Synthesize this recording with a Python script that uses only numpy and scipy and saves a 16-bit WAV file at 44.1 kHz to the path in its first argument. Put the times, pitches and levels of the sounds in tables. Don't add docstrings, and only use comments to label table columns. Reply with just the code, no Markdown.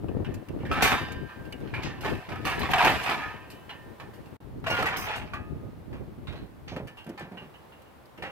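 import sys
import numpy as np
from scipy import signal
from scipy.fft import rfft, irfft
from scipy.io import wavfile
from scipy.ndimage import uniform_filter1d

SR = 44100
rng = np.random.default_rng(int(sys.argv[2]) if len(sys.argv) > 2 else 0)


def unload_wav(signal):
    wavfile.write(
        sys.argv[1],
        SR,
        np.round(np.clip(np.atleast_2d(signal).T, -1, 1) * 32767).astype(np.int16),
    )


def boost_factor(decibels):
    exponent = np.asarray(decibels, float) / 20
    return 10 ** exponent


N = 366456
TIME = np.arange(N) / SR
FREQ = np.fft.rfftfreq(N, 1 / SR) + 1e-3

# start_s, end_s
CUT_S = (4.3675, 4.4015)
# start_s, peak_db, panel_hz, t60_s
BLOWS = [(.171, -49, 1490, .06), (0.318, -44.5, 1200, .06), (.589, -44.5, 1400, 0.058),
         (0.2464, -33.5, 2900, 0.097), (0.602, -42, 2850, 0.33), (.653, -32, 1700, 0.2),
         (.714, -15.5, 1260, 0.39), (.824, -5.5, 2380, 0.14), (.854, -19.5, 1310, 0.17),
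         (.919, -9.5, 720, 0.076), (1.288, -37, 1220, 0.85), (1.738, -25, 2280, 0.33),
         (1.824, -40, 4800, 0.13), (1.834, -35.5, 6150, 0.28), (1.86, -28.5, 1780, 0.54),
         (2.035, -29, 800, 0.063), (2.048, -21, 900, 0.13), (2.289, -26, 746, 0.2),
         (2.319, -29, 1270, 0.16), (2.358, -27.5, 1310, 0.039), (2.446, -31.5, 3000, 0.057),
         (2.452, -17.5, 1150, 0.25), (2.465, -19.5, 2710, 0.31), (2.509, -21.5, 1770, 0.62),
         (2.617, -21, 4080, 0.05), (2.631, -19, 1100, 0.12), ]
# start_s, peak_db, panel_hz, t60_s
RATCHET = [(2.705, -18.5, 1740, 0.12), (2.735, -8, 770, 0.05), (2.738, -23, 2500, 0.047),
           (2.783, -18, 3000, .05), (2.791, -13, 1510, .04), (2.757, -15.5, 770, 0.053),
           (2.781, -14.5, 900, 0.094), (2.804, -13, 930, 0.052), (2.808, -20.5, 3800, .04),
           (2.815, -11.5, 1270, 0.034), (2.825, -10, 890, 0.1), (2.847, -5, 900, 0.082),
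           (2.862, -9, 885, 0.058), (2.872, -10, 802, 0.057), (2.878, -15, 2900, .05),
           (2.898, -12.5, 940, 0.036), (2.905, -20, 2000, .04), (2.921, -18, 850, 0.054),
           (2.957, -23.5, 2880, 0.086), (3.013, -24, 795, 0.17), (3.062, -17.5, 720, 0.19),
           (3.096, -15.5, 783, 0.11), (3.11, -18.5, 1290, 0.083), (3.134, -25, 1430, .08),
           (3.197, -26, 1680, 0.62), (3.276, -35, 2660, .2), (3.304, -30.5, 950, 0.36),
           (3.409, -43.5, 2670, 0.5), (3.693, -29.5, 2920, 0.17), (3.999, -30, 840, 0.14)]
# start_s, peak_db, panel_hz, t60_s
GATE_BLOWS = [(4.641, -29.5, 1320, 0.072), (4.667, -19.5, 634, 0.075), (4.702, -20, 1000, 0.1),
              (4.745, -23, 900, .08), (4.766, -23, 1410, .06), (4.79, -18.5, 730, 0.075),
              (4.825, -19, 1300, 0.05), (4.857, -18, 1114, 0.075), (4.864, -19.5, 1930, 0.24),
              (4.893, -25, 2020, .1), (4.93, -24.5, 1200, 0.72), (4.962, -25, 1155, 0.3),
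              (5.015, -28, 720, 0.11), (5.112, -26.5, 1990, 0.11), (5.07, -23, 670, 0.7),
              (5.1549, -28, 2800, 0.27), (5.335, -24, 1210, 0.13), (5.929, -35.5, 1110, 0.19),
              (6.2716, -32, 3830, 0.2), (6.325, -35.5, 1300, .12), (6.3566, -36.5, 4050, 0.24),
              (6.6777, -35.5, 2130, 0.085), (6.681, -40, 5600, 0.22), (6.721, -39, 630, 0.17),
              (6.763, -25.5, 910, 0.1), (7.066, -37.5, 650, 0.28), (7.176, -28.5, 970, 0.16),
              (7.209, -32, 694, 0.18), (7.317, -40.5, 715, 0.18), (7.419, -42.5, 1160, 0.21),
              (8.2234, -25.5, 1970, 0.12), (8.236, -29.5, 2800, 0.55), (8.249, -35.5, 1100, 0.75)]
# start_s, peak_db, jingle_db, t60_s
TICKS = [(0.0844, -43, -21, .043), (0.341, -42, -6, 0.071), (0.4855, -39.5, -12, 0.025),
         (.664, -46, -10.5, .04), (0.726, -37, -8.5, 0.068), (1.602, -53, -7, 0.034),
         (1.828, -44.5, -7.5, 0.11), (2.713, -32.5, -6, 0.07), (2.846, -27, -10.5, 0.079),
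         (3.032, -35.5, -4, .1), (7.044, -56, -3, .03), (7.065, -53.5, 0, 0.038), (7.194, -49.5, -2, .04),
         (8.056, -61, 1, .03), (8.091, -65, -5, 0.037), (4.601, -58, -6, .02), (0.821, -20, -6.5, 0.37),
         (1.1192, -40, -5.5, 0.055), (1.451, -42, -18.5, 0.078), (1.524, -32.5, -10, 0.025),
         (2.008, -33, -15, 0.2), (2.451, -32.5, -8.5, 0.45), (2.592, -41, 1, 0.11),
         (3.501, -40.5, -11.5, 0.23), (4.136, -47, -13, 0.22), (4.258, -46, -15.5, 0.08),
         (4.7023, -31.5, -11.5, 0.14), (4.825, -29, -10, 0.045), (4.861, -35, -6, 0.14),
         (4.969, -41, 4, 0.04), (5.1097, -46, -14, 0.038), (5.157, -40.5, -7, 0.24),
         (6.872, -37, -18.5, .15), (6.971, -38.5, -24, 0.32), (7.092, -46.5, -2, 0.04),
         (7.3718, -34, -36, 0.2), (7.5403, -44, -38, 0.084), (7.7228, -44, -37, 0.099),
         (7.818, -52, -10, .075), (8.176, -40.5, -25, 0.19)]
# fullest_s, level_db, build_s, hold_s, jingle_db
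SHAKES = [(0.859, -21, 0.21, .0, -23.5), (1.737, -53, 0.05, 0.13, -23), (2.048, -32.5, 0.046, .0, -17.5),
          (2.864, -28.5, 0.76, 0, -19), (3.1, -30.5, 0.53, 0.019, -19.5), (4.667, -32, 0.019, 0.14, -20),
          (4.85, -39.5, .02, 0.095, -38), (5.085, -35, 0.21, 0.027, -27), (1.642, -51, 0.15, 0.091, -28),
          (2.854, -38, .005, 0.012, -9.5), (0.252, -56, 0.036, 0.053, -41), (1.063, -61, 0.044, 0.17, -47)]
# pitch_hz, level_db
STEEL = [(260, -34), (450, -11.5), (541, -15), (737, -4), (1370, -8.5), (1790, -6.5), (2000, -10),
         (2410, -7.5), (3320, -16), (7000, -37), (9100, -44.5), (15400, -120)]
# pitch_hz, level_db
JINGLE = [(2650, -13.5), (4500, -5.5), (4870, -6), (5680, -10.5), (7330, -13), (8550, -12.5), (10500, -15),
          (13400, -11), (14900, -23.5), (16000, -29)]
# pitch_hz, level_db
TINKLE = [(5000, -1), (13000, 1.5)]
# pitch_hz, level_db
SCRAPE = [(4300, -42), (4800, -5), (5150, 2), (5550, -9), (6200, 2), (6800, -20), (7500, -12), (11000, -11),
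          (14000, -3), (15500, -14)]
# start_s, peak_db, plate_hz, t60_s
HOOVES = [(0.632, -18.5, 154, 0.1), (0.837, -28, 342, 0.2), (2.048, -25, 394, 0.49),
          (2.857, -11, 725, 0.34), (3.092, -20, 694, 0.36), (3.996, -39.5, 146, 0.32),
          (4.701, -17.5, 510, 0.19), (4.788, -22, 485, 0.6), (5.927, -37.5, 522, 0.47),
          (6.33, -34, 620, 0.25), (6.716, -26, 149, 0.31), (6.721, -32, 560, 0.15),
          (6.761, -24.5, 530, 0.26), (6.801, -35.5, 176, 0.57), (7.064, -30, 204, 0.34),
          (7.087, -32.5, 330, 0.26), (7.204, -27.5, 174, 0.3), (7.315, -32, 177, 0.34),
          (7.41, -31, 161, 0.21), (8.172, -31.5, 473, 0.26), (8.223, -32, 523, 0.63)]
# start_s, end_s, level_db
GUSTS = [(.0, 0.207, -35.5), (0.278, 0.377, -33.5), (0.514, 0.7, -37.5), (0.72, 0.896, -35),
         (0.942, 1.224, -39.5), (1.382, 1.56, -47), (1.628, 1.924, -39), (2.021, 2.145, -34.5),
         (2.305, 2.585, -38.5), (2.638, 2.938, -35), (3.026, 3.346, -47), (3.443, 3.786, -56.5),
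         (3.831, 3.916, -51), (4.026, 4.052, -42.5), (4.136, 4.39, -49.5), (4.45, 4.532, -46),
         (4.548, 4.655, -39), (4.71, 5.033, -41.5), (5.11, 5.445, -44), (5.523, 5.614, -37.5),
         (5.7, 5.96, -43), (5.993, 6.439, -43.5), (6.54, 6.837, -46), (6.906, 7.44, -61.5),
         (8.197, 8.31, -54)]
# pitch_hz, level_db
BUFFET = [(12, -29), (20, -6.5), (102, 2.5), (146, 0.5), (175, -3.5), (341, -7.5), (665, -27), (955, -58),
          (1500, -49.5), (1950, -43), (3300, -120)]
# pitch_hz, level_db
FIELD = [(35, -24.5), (60, 3), (172, -1), (244, -2.5), (515, -3), (749, -5.5), (822, -4.5), (4320, -25),
         (4970, -28), (6740, -32), (13000, -30), (16000, -29)]
# first_db, second_db
FIELD_DB = (-50.5, -52.5)
# first_db, second_db
RUSTLE_DB = (-6, -12.5)
LEFT_LAG = (2.6, 5.65)

# pitch_hz, level_db, t60_s
REAR_GATE = [(743, 1, .16), (851, -16, .8), (1007, -13, 1.6), (1125, -7, .3), (1297, 3, .16),
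             (1410, -24, 1.1), (1583, -5, 2.2), (1739, -3, .36), (1809, -6, 1.3), (1841, -12, .6),
             (2008, -11, .48), (2342, -3, .25), (2810, -12, .36), (2760, -17, .9), (2907, -14, 1.1),
             (3020, -13, 1.0), (3413, -16, .43), (3639, -8, .6), (3758, -10, .45), (3962, -19, .2),
             (4290, -30, .8), (4823, -19, .8), (4852, -20, .8)]
# start_s, level_db
REAR_HITS = [
    (0.714, -45),
    (.824, -32),
]
# pitch_hz, level_db, t60_s
SIDE_FRAME = [(991, -17, 1.3), (1249, 0, 0.41), (1308, -22, 0.86), (1733, -1, 0.35), (1900, -26, 3.2),
              (2202, -22, 0.54), (2422, -16, 0.36), (2622, -19, 1.3), (2875, -27, 1.1), (3063, -29, 1.4)]
# start_s, level_db
SIDE_HITS = [
    (2.036, -48),
    (2.321, -43.5),
    (2.448, -39.5),
    (2.737, -52),
    (2.851, -35),
    (3.097, -33),
    (3.215, -36.5),
]
# pitch_hz, level_db, t60_s
RAIL = [(1007, -6, 1.6), (1179, -10, .4), (1583, -9, 2.0), (1739, -2, .6), (1766, -4, .4), (1818, -1, 1.2),
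        (2622, -11, .9), (3020, -12, .9)]
# start_s, level_db
RAIL_HITS = [(0.083, -62), (.247, -57), (1.287, -55), (1.737, -56.5), (1.862, -52), (2.058, -45.5),
             (2.451, -44), (2.736, -40.5), (2.872, -41), (3.198, -44), (3.693, -51.5), (4, -59)]
# pitch_hz, level_db, t60_s
LEVER = [(1720, -8, .4), (2089, -10, .3), (2810, 2, .3), (2880, -3, .25), (4300, -8, .15), (5755, -14, .12)]
# start_s, level_db
LEVER_HITS = [
    (4.668, -44),
    (4.701, -33),
    (4.79, -46),
]
# pitch_hz, level_db, t60_s
HEAD_GATE = [(619, -7, 2.2), (727, -3, 0.8), (851, -3, 0.78), (1238, -4, .4), (1658, -14, 1.2),
             (1766, -4, 0.44), (1938, -10, 0.73), (2579, -13, 0.97)]
# start_s, level_db
HEAD_HITS = [
    (5.071, -44),
]
# pitch_hz, level_db, t60_s
YOKE = [(1378, -16, 1.0), (1583, -11, 0.36), (1760, 0, 0.18), (2299, -22, 1.2)]
# start_s, level_db
YOKE_HITS = [
    (6.873, -52),
    (6.92, -55),
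    (7.181, -44),
    (7.26, -55),
]
# pitch_hz, level_db, t60_s
LATCH = [(2606, -10, 0.25), (2789, 0, 0.27), (2850, -3, .22), (2939, -5, 0.24), (3052, -9, 0.26)]
# start_s, level_db
LATCH_HITS = [
    (6.272, -56),
    (6.973, -49),
    (7.371, -47),
    (7.54, -55),
    (7.722, -56),
    (7.86, -63),
]
# pitch_hz, level_db, t60_s
CHAIN = [(2900, -3, .5), (3020, 0, .7), (3640, -10, .2)]
# start_s, level_db
CHAIN_HITS = [
    (3.299, -59),
    (3.506, -57),
]
# pitch_hz, level_db, t60_s
BAR = [(740, 0, .14), (812, -6, .12), (885, -1, .14), (924, -3, .12), (960, -3, .12), (1115, -7, .12)]
# start_s, level_db
BAR_HITS = [(2.735, -33.5), (2.757, -27.5), (2.781, -26), (2.804, -18), (2.826, -23), (2.847, -28.5),
            (2.873, -24.5), (2.895, -34), (2.69, -31), (3.013, -33), (3.04, -33), (3.063, -33)]
# pitch_hz, level_db, t60_s
PIN = [(2590, -6, .3), (3520, -5, .12), (4075, -3, .12)]
# start_s, level_db
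PIN_HITS = [
    (2.618, -45),
    (3.698, -46),
]
# pitch_hz, level_db, t60_s
HEAD_GATE_LATER = [(694, -4, .77), (851, -5, 1.1), (1179, -12, 1.1), (1238, -1, 1.4), (1658, -2, .5), (1766, -6, .57),
                   (1938, -2, .47), (2116, -11, .56), (2503, -3, .33), (2579, -9, .8), (2821, -10, .5)]
# start_s, level_db
HEAD_LATER_HITS = [
    (5.338, -47.5),
]
# pitch_hz, level_db, t60_s
HINGE = [(743, -8, .2), (1174, -6, .25), (1395, -3, .15), (1425, 0, .15)]
# start_s, level_db
HINGE_HITS = [
    (4.716, -32),
    (4.866, -41),
]
# full_strength_s (fed by the rattle), roughness_rad
FEEDS = [(.12, .06), (.04, .06), (.04, .08), (.025, .2), (.05, .1), (.02, .2), (.015, .17), (.03, .1),
         (.0, .06), (.015, .12), (.02, .07), (.075, .2)]

BLOW_JINGLE_DB, DULL_DB_PER_S = -26.5, 22.5
TICK_HZ, TICK_SPREAD = (2680, 2850), 0.098
BROAD_ABOVE_HZ = 4500
CRACK, CRACK_S = 0.95, 0.0022
JINGLE_SHARED = 0.5
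SHAKE_FROM_DB, SHAKE_FALL_DB_PER_S = -37.5, 102
SCRAPE_S, SCRAPE_LENGTH_S, SCRAPE_DB, SCRAPE_SAG_DB = 4.969, 0.092, -38, -8.5
GUST_RISE_S, GUST_DROP_S, LULL_DB = 0.06, 0.071, -70
WIND_TURNS_S, WIND_LEFT_DB = 5.6, (4.5, -3.5)


def unit(x):
    return x / np.sqrt(np.mean(x ** 2))


def colour(x, table):
    hz, db = np.transpose(table)
    gain = boost_factor(np.interp(np.log(FREQ), np.log(hz), db))
    return irfft(rfft(x, N) * gain, N)


def resonance(x, hz, width):
    return signal.lfilter(*signal.iirpeak(hz, hz / width, fs=SR), x)


def walk(rate):
    k = int(SR / rate)
    levels = np.repeat(rng.standard_normal(N // k + 1), k)
    return unit(uniform_filter1d(uniform_filter1d(levels, k), k)[:N])


def clicks(count, scatter_db):
    chance = rng.random((3, N))
    happens = chance[0] < count / SR
    size = boost_factor(np.minimum(-scatter_db * np.log(1 - chance[2]), 15))
    return unit(happens * np.sign(chance[1] - .5) * size)


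def trapeze(start, stop, rise, drop):
    return np.interp(TIME, [start - rise, start, stop, stop + drop], [0, 1, 1, 0])


def add(out, x, i):
    out[:, i:i + x.shape[1]] += x[:, :N - i]


def body(force, apart, t60_low, t60_high):
    t = TIME[:min(int(SR * max(t60_low, t60_high)), SR // 4)]
    noise = rng.standard_normal((3, len(t))) * (1 + CRACK * np.exp(-t / CRACK_S))
    low = signal.lfilter([.2], [1, -.8], noise)
    high = (noise - low) * boost_factor(-60 * t / t60_high) / np.sqrt(t60_high)
    low = 2 * low * boost_factor(-60 * t / t60_low) / np.sqrt(t60_low)
    response = low[0] + high[0] + apart * (0.16 * low[1:] + high[1:])
    return signal.fftconvolve(np.atleast_2d(force), response / np.sqrt(SR / 10), axes=1)


def knock(hit, jingle_db, taps, fine, clang, bright):
    s, db, hz, t60 = hit
    i = int(s * SR)
    t = TIME[:min(N - i, SR // 3)]
    fall = boost_factor(db - 60 * t / np.clip(t60, .01, .5))
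    rattle = fall * taps[i:i + len(t)]
    rattle[0] += 17.0 * boost_factor(db)
    width = (0.06 if hz < BROAD_ABOVE_HZ else .45) * hz
    panel = boost_factor(-.7 * np.interp(hz, *np.transpose(STEEL))) * resonance(rattle, hz, width)
    force = 0.39 * rattle + 0.45 * panel
    add(clang, body(force, 1.37, t60_low=min(0.35, 0.0915 + 1.3 * t60), t60_high=0.14), i)
    fine_force = boost_factor(jingle_db) * fall * fine[:, i:i + len(t)]
    add(bright, body(fine_force, 1.5, t60_low=.03, t60_high=.03), i)


def shaking(taps, fine, clang, jingle):
    level = bright = 0
    for s, db, build, hold, jingle_db in SHAKES:
        rise_db = SHAKE_FROM_DB * np.maximum(s - TIME, 0) / max(build, .005)
        fall_db = SHAKE_FALL_DB_PER_S * np.maximum(TIME - s - hold, 0)
        swing = boost_factor(db + rise_db - fall_db)
        level = level + swing
        bright = bright + boost_factor(jingle_db) * swing
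    shake, jangle = level * taps, bright * fine
    for i in range(0, N, 2048):
        if i / SR < 3.55 or 4.55 < i / SR < 5.45:
            add(clang, body(shake[i:i + 2048], 2.4, t60_low=0.13, t60_high=0.078), i)
            add(jingle, body(jangle[:, i:i + 2048], 1.5, t60_low=0.023, t60_high=0.037), i)


def lever_scrape(fine):
    slide = trapeze(SCRAPE_S, SCRAPE_S + SCRAPE_LENGTH_S, 0.0022, 0.04)
    progress = np.clip((TIME - SCRAPE_S) / SCRAPE_LENGTH_S, 0, 1)
    return slide * boost_factor(SCRAPE_DB + SCRAPE_SAG_DB * progress) * unit(colour(fine, SCRAPE))


def steelwork():
    taps = clicks(900, 4.3)
    fine = np.array([clicks(count=3000, scatter_db=1.0) for _ in range(3)])
    fine = unit(JINGLE_SHARED * fine[0] + 0.85 * fine[1:])
    clang, jingle, tinkle = np.zeros((3, 2, N))
    for hit in BLOWS + RATCHET + GATE_BLOWS:
        knock(hit, BLOW_JINGLE_DB - DULL_DB_PER_S * hit[3], taps, fine, clang, jingle)
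    for s, db, jingle_db, t60 in TICKS:
        hz = TICK_HZ[int(s > CUT_S[0])] * (1 + TICK_SPREAD * rng.uniform(-0.35, 1))
        knock((s, db, hz, t60), jingle_db, taps, fine, clang, tinkle)
    shaking(taps, fine, clang, jingle)
    small_parts = colour(jingle + colour(tinkle, TINKLE), JINGLE)
    return boost_factor(10.0) * colour(clang, STEEL) + boost_factor(8.5) * small_parts + lever_scrape(fine)


def tubes(modes, strokes, settle, rough):
    out = np.zeros((2, N))
    hz, db, t60 = np.transpose(modes)[:, :, None]
    t = TIME[:3 * SR // 2]
    for s, hit_db in strokes:
        chance = rng.standard_normal((5, len(modes), 1))
        decay_db = 60 * np.maximum(t - settle, 0) / np.clip(t60, .12, 2.2)
        beat = 1 + 0.3 * np.sin(2 * np.pi * 8.26 * chance[1] * t + 3 * chance[2])
        onset = 1 - np.exp(-t / 0.0014)
        size = boost_factor(hit_db + db + chance[0] - decay_db) * beat * onset
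        steps = rng.standard_normal((len(modes), len(t) // 50))
        wander = rough * np.repeat(np.cumsum(steps, axis=1), 50, axis=1)
        wander = uniform_filter1d(wander, size=100)
        phase = 2 * np.pi * hz * t + wander + .25 * chance[3:]
        add(out, np.sum(size * np.sin(phase), axis=1), int(s * SR))
    return out


def ringing_tubes():
    sets = ((REAR_GATE, REAR_HITS), (SIDE_FRAME, SIDE_HITS), (RAIL, RAIL_HITS), (LEVER, LEVER_HITS),
            (HEAD_GATE, HEAD_HITS), (YOKE, YOKE_HITS), (LATCH, LATCH_HITS), (CHAIN, CHAIN_HITS),
            (BAR, BAR_HITS), (PIN, PIN_HITS), (HEAD_GATE_LATER, HEAD_LATER_HITS), (HINGE, HINGE_HITS))
    return sum(tubes(*part, *feed) for part, feed in zip(sets, FEEDS))


def floor_plate():
    grit, out = clicks(500, 1.4), np.zeros((1, N))
    for s, db, hz, t60 in HOOVES:
        i = int(s * SR)
        t = TIME[:min(N - i, SR // 3)]
        push = boost_factor(db - 60 * t / np.clip(t60, .01, .5)) * grit[i:i + len(t)]
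        push[0] += 0.99 * boost_factor(db)
        push = resonance(push, 250, 770)
        plate = boost_factor(14.5) * resonance(push, hz, 58) + boost_factor(5.0) * resonance(push, 340, 470)
        add(out, plate[None], i)
    return colour(out, [(20, 3.0), (900, -3.5), (3000, -28.0)])


def wind():
    gusts = boost_factor(LULL_DB)
    for start, stop, db in GUSTS:
        gusts = gusts + boost_factor(db) * trapeze(start, stop, GUST_RISE_S, GUST_DROP_S)
    pan_db = np.where(TIME < WIND_TURNS_S, *WIND_LEFT_DB)
    out = []
    for sign in (1, -1):
        puff_db = 7 * np.tanh((1.3 * walk(17) + 4.9 * walk(50)) / 7)
        eddies = rng.standard_normal(N) + 0.57 * clicks(count=200, scatter_db=3.5)
        buffet = boost_factor(puff_db) * unit(colour(eddies, BUFFET))
        rustle = clicks(500, 3.2)
        for _ in range(3):
            rustle = resonance(rustle, 308, 445)
        rustle_db = 1.49 * puff_db + np.where(TIME < CUT_S[0], *RUSTLE_DB)
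        rustle = boost_factor(rustle_db) * unit(rustle)
        out.append(gusts * boost_factor(sign * pan_db / 2) * (buffet + rustle))
    return np.array(out)


def field():
    mid, left, right = (unit(colour(rng.standard_normal(N), FIELD)) for _ in range(3))
    db = np.where(TIME < CUT_S[0], *FIELD_DB) + 0.9 * walk(2.43)
    return boost_factor(db) * (0.39 * mid + 0.78 * np.array([left, right]))


def scene():
    steel = steelwork() + floor_plate() + ringing_tubes()
    spectrum = rfft(steel[0])
    first, second = (irfft(spectrum * np.exp(-2j * np.pi * FREQ * lag / SR), N) for lag in LEFT_LAG)
    left = boost_factor(-1.5) * np.where(TIME < CUT_S[0], first, second)
    return np.array([left, steel[1]]) + wind() + field()


def top_cut(x):
    return signal.sosfilt(signal.butter(12, 15850, fs=SR, output="sos"), x)


def record(dry):
    dry = signal.sosfilt(signal.butter(2, 35, "high", fs=SR, output="sos"), dry)
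    dry = signal.sosfilt(signal.ellip(8, .2, 60, 15750, fs=SR, output="sos"), dry)
    start, stop = CUT_S
    gap_db = np.interp(TIME, [start, start + .002, stop, stop + .002], [0, -22, -48, 0])
    return top_cut(np.tanh(1.108 * dry) / 1.09 * boost_factor(gap_db))


dry = scene()
out = record(dry)
unload_wav(out)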